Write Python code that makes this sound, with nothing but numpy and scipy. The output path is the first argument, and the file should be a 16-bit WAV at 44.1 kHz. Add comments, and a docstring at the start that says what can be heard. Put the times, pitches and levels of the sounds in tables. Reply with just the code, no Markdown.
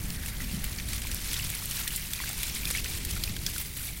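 """Drainpipe on wet gravel

Rainwater gushes from a pipe beside a house wall. The uneven flow throws a fine spray, ticks on the
stones and traps ringing bubbles in the puddle; larger splats slap down and single drops snap close by.
Water churns at the pipe mouth and ripples away over the gravel. Light wind rumbles on the microphone."""
import sys
import numpy as np
from scipy import signal
from scipy.fft import rfft, irfft
from scipy.io import wavfile

SR = 44100
rng = np.random.default_rng(int(sys.argv[2]) if len(sys.argv) > 2 else 0)


def wav_out(sig):
    """Save sig, one row per channel (or a flat mono array), as 16-bit PCM at SR to the path in sys.argv[1]."""
    wavfile.write(sys.argv[1], SR, np.round(np.clip(np.atleast_2d(sig).T, -1, 1) * 32767).astype(np.int16))


N = 176400
TIME = np.arange(N) / SR
FLUTTER_DB, FLUTTERS_PER_S = 3, 51  # unevenness of the gurgle and the runoff

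# The finest treble of spray and droplets. Each row: time in seconds, lift over the rest in dB.
TREBLE_LIFT = [(0, 3), (.7, 1), (1.3, -1), (1.8, 3), (2.2, 0), (2.8, 0), (3.3, -1), (3.6, 3.5), (4, 5)]


def from_db(db):
    """Decibels to gain."""
    return 10 ** (np.asarray(db) / 20)


def rms_one(x):
    """Scale to unit rms."""
    return x / np.sqrt(np.mean(x ** 2) + 1e-20)


def in_time(rows):
    """Read a curve at every sample."""
    return np.interp(TIME, *np.transpose(rows))


def at_hz(points, hz):
    """Read a spectrum on a log-frequency axis."""
    points_hz, points_db = np.transpose(points)
    return np.interp(np.log(hz), np.log(points_hz), points_db)


def drift(rate_hz):
    """A smooth random curve with a spread of about 1."""
    step, settle = 40, 2000
    pole = np.exp(-2 * np.pi * rate_hz * step / SR)
    noise = rng.standard_normal(N // step + settle + 2)
    slow = signal.lfilter([1], [1, -2 * pole, pole * pole], noise)[settle:]
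    return np.interp(np.arange(N) / step, np.arange(len(slow)), rms_one(slow))


def band_noise(low_hz, high_hz):
    """Noise of unit rms between two edges."""
    sos = signal.butter(2, [low_hz, high_hz], "band", fs=SR, output="sos")
    return rms_one(signal.sosfilt(sos, rng.standard_normal(N)))


def drop_sizes(spread_db):
    """Many small drops and a few large ones, one gain per sample."""
    return from_db(spread_db * np.minimum(rng.exponential(1, N), 4.5))


def treble_gain(db, hz):
    """A gain that acts only above 9800 Hz."""
    return from_db(db * (hz > 9800))


def add(out, start_s, sound):
    """Mix a short sound in at its time."""
    i = int(np.clip(start_s * SR, 0, N - 1))
    out[i:i + len(sound)] += sound[:N - i]


def gush():
    """The pipe's output as a gain of unit rms: a steady flow, sloshes and quick chance surges."""
    # Strength of the steady flow. Each row: time in seconds, relative level in dB.
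    steady_flow = [(0, -40.5), (.35, -41.5), (.6, -39), (.85, -40.5), (1.3, -35.5), (1.65, -37.5),
                   (2.05, -37.5), (2.7, -37.5), (3.0, -37.5), (3.4, -39.5), (3.7, -40.5), (4, -41.5)]
    # The pipe spills in sloshes. Each row: start in seconds, length in seconds, lift in dB.
    sloshes = [(0.09, 0.07, 0.5), (.25, 0.047, 5), (0.362, 0.16, 2), (0.63, 0.2, 1.1), (0.883, 0.12, 3.5),
               (1.266, 0.19, 2.5), (1.445, 0.15, 2.5), (1.739, 0.076, 5.5), (1.852, 0.13, 2),
               (2.091, 0.075, 1.5), (2.21, 0.11, 3.5), (2.373, 0.12, 4), (2.55, 0.13, 3),
               (2.673, 0.13, 2.8), (2.852, 0.13, 3), (3.09, 0.09, 3.5), (3.225, 0.08, 3.5),
               (3.463, 0.07, 3), (3.534, 0.088, 4), (3.757, 0.13, 3)]
    surge_db, slosh_edge_s = 1.05, 0.013
    db = in_time(steady_flow) + surge_db * drift(rate_hz=27)
    for start_s, length_s, lift_db in sloshes:
        inside_s = np.minimum(TIME - start_s, start_s + length_s - TIME)
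        db += lift_db * np.clip(inside_s / slosh_edge_s + .5, 0, 1)
    return rms_one(from_db(db))


def spray(flow):
    """Each small splash is a burst of hiss a few milliseconds long, with a colour of its own."""
    # Colour of the spray. Each row: frequency in Hz, relative spectral density in dB.
    spectrum = [(300, 0), (600, -15.5), (1100, -6), (1600, -2.5), (2200, 2.5), (3000, 3.5), (4300, 2.5),
                (7000, -2), (9000, -1), (12000, -1.5), (16000, -18)]
    splashes_per_s, decay_s, colour_db = 600, 0.0064, 3
    hits = (rng.random(N) < splashes_per_s / SR) * drop_sizes(spread_db=1.5) * flow
    power_kept = np.exp(-2 / (decay_s * SR))
    edges_hz = np.geomspace(300, 17000, 17)
    treble_db, out = in_time(TREBLE_LIFT), 0
    for low, high in zip(edges_hz, edges_hz[1:]):
        strength = hits * from_db(colour_db * np.clip(rng.standard_normal(N), -2, 2))
        envelope = np.sqrt(signal.lfilter([1], [1, -power_kept], strength ** 2 + 1e-18))
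        hiss = rms_one(envelope * treble_gain(treble_db, high) * band_noise(low, high))
        out += from_db(at_hz(spectrum, np.sqrt(low * high))) * np.sqrt(high - low) * hiss
    return from_db(-41.5) * rms_one(out)


def droplets(flow):
    """Droplets tick on the wet stones, each ringing a few cycles at its own pitch and bouncing once."""
    # Colour of the ticks. Each row: pitch in Hz, relative weight in dB.
    spectrum = [(500, -17), (1100, -1.5), (1600, -17.5), (2200, -2.5), (3000, -5.5), (4300, -0.5),
                (7000, -4.5), (9000, 0), (12000, -7), (16000, -1)]
    ticks_per_s, ring_cycles, longest_bounce_s, bounce_gain = 4200, 4, 0.0045, 0.82
    chance, sizes = rng.random((N, 4)), drop_sizes(spread_db=2.3) * flow
    born = np.flatnonzero(chance[:, 0] < ticks_per_s / SR)
    _, pitch, bounce, polarity = chance[born].T[:, :, None]
    hz, t = 500 + 15500 * pitch ** 1.3, TIME[:SR // 150]
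    rings = np.sin(2 * np.pi * hz * t) * np.exp(-t * hz / ring_cycles) * (1 - t / t[-1])
    colour = hz * from_db(at_hz(spectrum, hz)) * treble_gain(in_time(TREBLE_LIFT)[born, None], hz)
    ticks = rings * np.sign(polarity - .5) * sizes[born, None] * colour
    first = born[:, None] + np.arange(len(t))
    second = first + (longest_bounce_s * bounce * SR).astype(int)
    landing, rebound = (np.bincount(at.ravel(), ticks.ravel(), N)[:N] for at in (first, second))
    return from_db(-41.5) * rms_one(landing + bounce_gain * rebound)


def bubble(hz, decay_cycles, churn):
    """A trapped bubble rings briefly, rising in pitch, shaken by the churning water; peak 1."""
    attack_cycles, rise_per_s, roughness = 1.03, 5.2, 0.47
    t = TIME[:len(churn)]
    envelope = (1 - np.exp(-t * hz / attack_cycles)) * np.exp(-t * hz / decay_cycles)
    phase = 2 * np.pi * hz * (t + rise_per_s * t * t / 2)
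    ring = envelope * np.imag((1 + roughness * churn) * np.exp(1j * phase))
    return ring / np.abs(ring).max()


def puddle(flow):
    """Clear plops and a few low slaps among random low glugs, middle bubbles and tiny high pings."""
    # Clear bubble plops and a few short, low slaps of water (those that die in a cycle or two).
    # Each row: start in seconds, peak in dB, pitch in Hz, decay in cycles.
    plops_and_slaps = [(.235, -38.5, 1650, 6), (.283, -35.5, 2200, 7), (.402, -31, 1990, 7),
                       (.403, -34, 1620, 4.5), (0.421, -35, 1960, 7), (0.496, -34, 2690, 10),
                       (.784, -32, 4430, 12), (0.931, -32.5, 2380, 9), (0.933, -26, 8250, 14),
                       (1.043, -34, 2360, 8), (1.051, -40, 890, 3), (1.068, -33, 2370, 9),
                       (1.341, -27, 3200, 7.3), (1.365, -30, 3860, 10), (1.396, -25.5, 2840, 9),
                       (1.537, -31, 2190, 6.5), (1.551, -21, 11000, 14), (1.62, -39.5, 1110, 5.9),
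                       (1.776, -35, 1660, 7), (1.793, -36, 1500, 5.4), (1.852, -39.5, 1140, 5),
                       (1.872, -29.5, 1850, 8), (1.906, -30, 2800, 12), (2.134, -24.5, 3440, 8),
                       (2.149, -33, 2400, 8), (2.19, -30, 2340, 7), (2.201, -29, 1930, 3.6),
                       (2.2023, -32.5, 1020, 2.1), (2.238, -30, 1550, 5.4), (2.298, -38, 750, 2),
                       (2.431, -30, 2320, 5), (2.562, -29.5, 2150, 7.7), (2.633, -30, 2370, 4.2),
                       (2.645, -40.5, 1320, 4.6), (2.654, -21.5, 3500, 5), (2.671, -28, 2430, 8),
                       (2.704, -36, 1420, 3.3), (2.707, -36, 480, 1.1), (2.708, -40, 950, 1.5),
                       (2.7498, -22.5, 2170, 12), (2.765, -36, 1760, 8.2), (2.781, -26.5, 2580, 8.6),
                       (2.849, -38, 1470, 6.9), (2.859, -28.5, 1980, 7), (2.86, -28.5, 2600, 7),
                       (3.164, -35.5, 1380, 6.7), (3.169, -33, 2180, 5.4), (3.2369, -20.5, 4840, 9),
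                       (3.2378, -25, 4080, 8.6), (3.276, -29, 2430, 7.2), (3.365, -37.5, 1600, 3.6),
                       (3.463, -23, 5100, 12), (3.465, -30.5, 3270, 8), (3.562, -32, 1426, 5.2),
                       (3.887, -31.5, 2270, 9)]
    # Families of random bubbles. Each row: bubbles per second, typical peak in dB at unit flow,
    # centre pitch in Hz, spread in octaves.
    families = [(55.5, -54, 1100, 0.4), (170, -48, 2250, 0.304), (170.4, -42, 5600, 0.443),
                (170, -40.5, 11500, 0.24)]
    churn_hz, size_spread_db, splash_db, splash_decay_s = 350, 4, -17, 0.004
    out, length = np.zeros(N), SR // 25
    churn = np.pad(drift(churn_hz) + 1j * drift(churn_hz), (0, length))
    splash, fade = band_noise(1700, 6500), np.exp(-TIME[:length] / splash_decay_s)
    for start_s, db, hz, cycles in plops_and_slaps:
        i = int(start_s * SR)
        add(out, start_s, from_db(db + splash_db) * fade * splash[i:i + length])
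        add(out, start_s, from_db(db) * bubble(hz, cycles, churn[i:i + length]))
    for per_s, db, centre_hz, octaves in families:
        chance = np.clip(rng.standard_normal((N, 2)), -2.5, 2)
        for i in np.flatnonzero(rng.random(N) < per_s / SR):
            strength, pitch = chance[i]
            gain = flow[i] * from_db(db + size_spread_db * strength)
            hz = centre_hz * 2 ** (octaves * pitch)
            cycles = 6.8 * (hz / 2300) ** 0.47  # smaller bubbles ring for more cycles
            add(out, i / SR, gain * bubble(hz, cycles, churn[i:i + length]))
    return out


def gurgle():
    """Water churns at the pipe mouth: a hollow, wandering resonance over a broader, lower wash."""
    # The wash, before its flutter. Each row: time in seconds, level in dB.
    wash_level = [(0, -54), (.8, -56), (1.6, -60), (2.2, -62), (3.2, -66), (4, -61)]
    centre_hz, width_hz, wander_hz = 2173, 420, 108.9
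    flutter = from_db(FLUTTER_DB * drift(FLUTTERS_PER_S))
    hollow = signal.hilbert(band_noise(centre_hz - width_hz / 2, centre_hz + width_hz / 2))
    wander = np.exp(2j * np.pi * np.cumsum(wander_hz * drift(rate_hz=7)) / SR)
    wash = from_db(in_time(wash_level) + FLUTTER_DB * drift(FLUTTERS_PER_S)) * band_noise(1310, 2170)
    return from_db(-55) * rms_one(flutter * np.real(hollow * wander)) + wash


def runoff():
    """The overflow ripples softly away over the gravel."""
    # The fading ripple, before its flutter. Each row: time in seconds, level in dB.
    ripple_level = [(0, -61), (1.2, -67), (2.2, -74), (4, -78)]
    return from_db(in_time(ripple_level) + FLUTTER_DB * drift(FLUTTERS_PER_S)) * band_noise(650, 1150)


def wind():
    """Low turbulence on the microphone, swelling and easing."""
    # Colour of the rumble. Each row: frequency in Hz, relative spectral density in dB.
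    spectrum = [(18, -2.5), (35, 2), (60, 1), (100, -4.5), (170, -7.5), (250, -16), (400, -24.5),
                (550, -28), (800, -31.5), (1800, -61)]
    # Strength of the wind. Each row: time in seconds, relative level in dB.
    swell = [(0, -34.5), (.3, -36.5), (.9, -36), (1.5, -38.3), (1.85, -41), (2.4, -39), (2.9, -36.5),
             (3.3, -35), (3.65, -41), (4, -40.5)]
    hz = np.maximum(np.arange(N // 2 + 1) * SR / N, 1)
    rumble = irfft(rfft(rng.standard_normal(N)) * from_db(at_hz(spectrum, hz)), N)
    return from_db(in_time(swell) + 0.5) * rms_one(rumble)


def buffets():
    """Now and then the wind buffets the microphone with a low flutter."""
    # Each row: time of the crest in seconds, half length in seconds, level in dB, centre in Hz.
    gusts = [(0.04, 0.07, -38.5, 165), (0.44, 0.035, -39, 172), (0.54, 0.06, -36, 168), (.9, .08, -39, 95),
             (1.5, .12, -44, 125), (3.102, 0.54, -55, 328)]
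    edge_ratio, out = 1.25, 0
    for crest_s, half_s, db, hz in gusts:
        envelope = from_db(db) * np.exp(-((TIME - crest_s) / half_s) ** 2)
        out += envelope * band_noise(hz / edge_ratio, hz * edge_ratio)
    return out


def splats():
    """Lumps of water slap the ground: each a sharp, unevenly coloured crack and a faint tail of spray."""
    # The loudest splats. Each row: start in seconds, low, middle and high band levels in dB
    # (as if the energy were spread over window_s), decay in seconds.
    slaps = [(0.104, -60, -41, -41, 0.0012), (.260, -42.5, -56, -33, 0.0032), (.285, -46, -46, -39, .003),
             (.642, -38.5, -52, -40, 0.0012), (.648, -43, -40, -44, .003), (.785, -39, -40.5, -47, 0.0051),
             (.799, -40, -40, -47, 0.0038), (0.8876, -47, -44.5, -33.5, 0.0021),
             (.932, -47, -42, -40, 0.0024), (1.018, -44, -40.5, -38.5, 0.004),
             (1.070, -46, -41, -35, 0.0041), (1.114, -43, -36, -34.5, 0.0034),
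             (1.3311, -41, -34, -32.5, 0.0051), (1.341, -42, -38, -42, 0.0022),
             (1.366, -42, -40, -49, 0.0025), (1.501, -40, -50, -34, 0.0026), (1.657, -47, -49, -31, 0.001),
             (1.711, -38, -40, -34, 0.0022), (1.876, -35, -32.5, -28, 0.0044),
             (1.96, -54, -43, -29, 0.0059), (2.134, -42, -36, -30, 0.0017),
             (2.291, -44, -45, -33.5, 0.0034), (2.431, -36, -36, -28, 0.0038),
             (2.654, -55, -33, -33, 0.0013), (2.702, -41, -32, -33, 0.0035), (2.710, -40, -44, -28, .002),
             (2.773, -43, -34, -37, 0.0023), (2.844, -56, -33, -40, .0012),
             (3.049, -44, -37.5, -32.5, 0.0038), (3.109, -56, -37, -33, 0.0041),
             (3.2372, -41.5, -34, -30.5, 0.0022), (3.364, -43, -35, -38, .004),
             (3.464, -37.5, -28, -32.5, 0.0028), (3.581, -48, -39, -31.5, .003),
             (3.772, -59, -47, -36, 0.003)]
    # The low, middle and high bands of a splat. 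Each row: lower and upper edge in Hz.
    bands = [(1600, 3200), (3000, 7020), (7000, 15000)]
    attack_share, tail_gain, tail_s, window_s, colour_db = 0.2, 0.059, 0.034, 0.006, 2
    t, shapes, out = TIME[:SR // 10], [], 0
    for *_, decay_s in slaps:
        attack = np.minimum(t / (attack_share * decay_s), 1) ** 2
        shape = attack * (np.exp(-t / decay_s) + tail_gain * np.exp(-t / tail_s))
        shapes.append(shape * np.sqrt(window_s * SR / np.sum(shape ** 2)))
    for k, band in enumerate(bands):
        edges_hz = np.geomspace(*band, 4)  # three slices share the band's power
        for low, high in zip(edges_hz, edges_hz[1:]):
            envelope = np.zeros(N)
            for (start_s, *band_db, _), shape in zip(slaps, shapes):
                add(envelope, start_s, from_db(band_db[k] + colour_db * rng.uniform(-1, 1)) * shape)
            out += envelope * band_noise(low, high) / np.sqrt(3)
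    return out


def snaps():
    """Single drops hit bare stone close by: an instant crack with a very short high ring."""
    # Each row: start in seconds, level in dB, pitch in Hz, decay in seconds.
    drops = [(.447, -25, 13000, .0004), (.6423, -16, 14500, .0004), (.6435, -20, 11500, .0005),
             (1.1461, -15, 11400, .0008), (1.332, -18, 12000, .0007), (1.502, -19, 12800, .0007),
             (1.637, -23, 14500, .0005), (1.6572, -13.5, 13500, .0003), (2.3308, -20, 14500, .0007),
             (2.5515, -14, 13500, .0003), (2.7105, -19, 9000, .001)]
    out, t = np.zeros(N), TIME[:SR // 200]
    hiss = band_noise(7000, 15500)
    for start_s, db, hz, decay_s in drops:
        ring = .7 * np.sin(2 * np.pi * hz * t)
        crack = .45 * hiss[int(start_s * SR):][:len(t)]
        add(out, start_s, from_db(db) * (ring + crack) * np.exp(-t / decay_s))
    return out


def scene():
    """At one microphone: the same uneven flow drives spray, droplets and bubbles; wind lies beneath."""
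    flow = gush()
    water = spray(flow) + splats() + snaps() + droplets(flow) + puddle(flow) + gurgle() + runoff()
    return (water + wind() + buffets())[None]


def record(dry):
    """The treble is cut steeply above 15900 Hz."""
    return signal.sosfilt(signal.ellip(12, .2, 80, 15900, fs=SR, output="sos"), dry)


dry = scene()
out = record(dry)
wav_out(out)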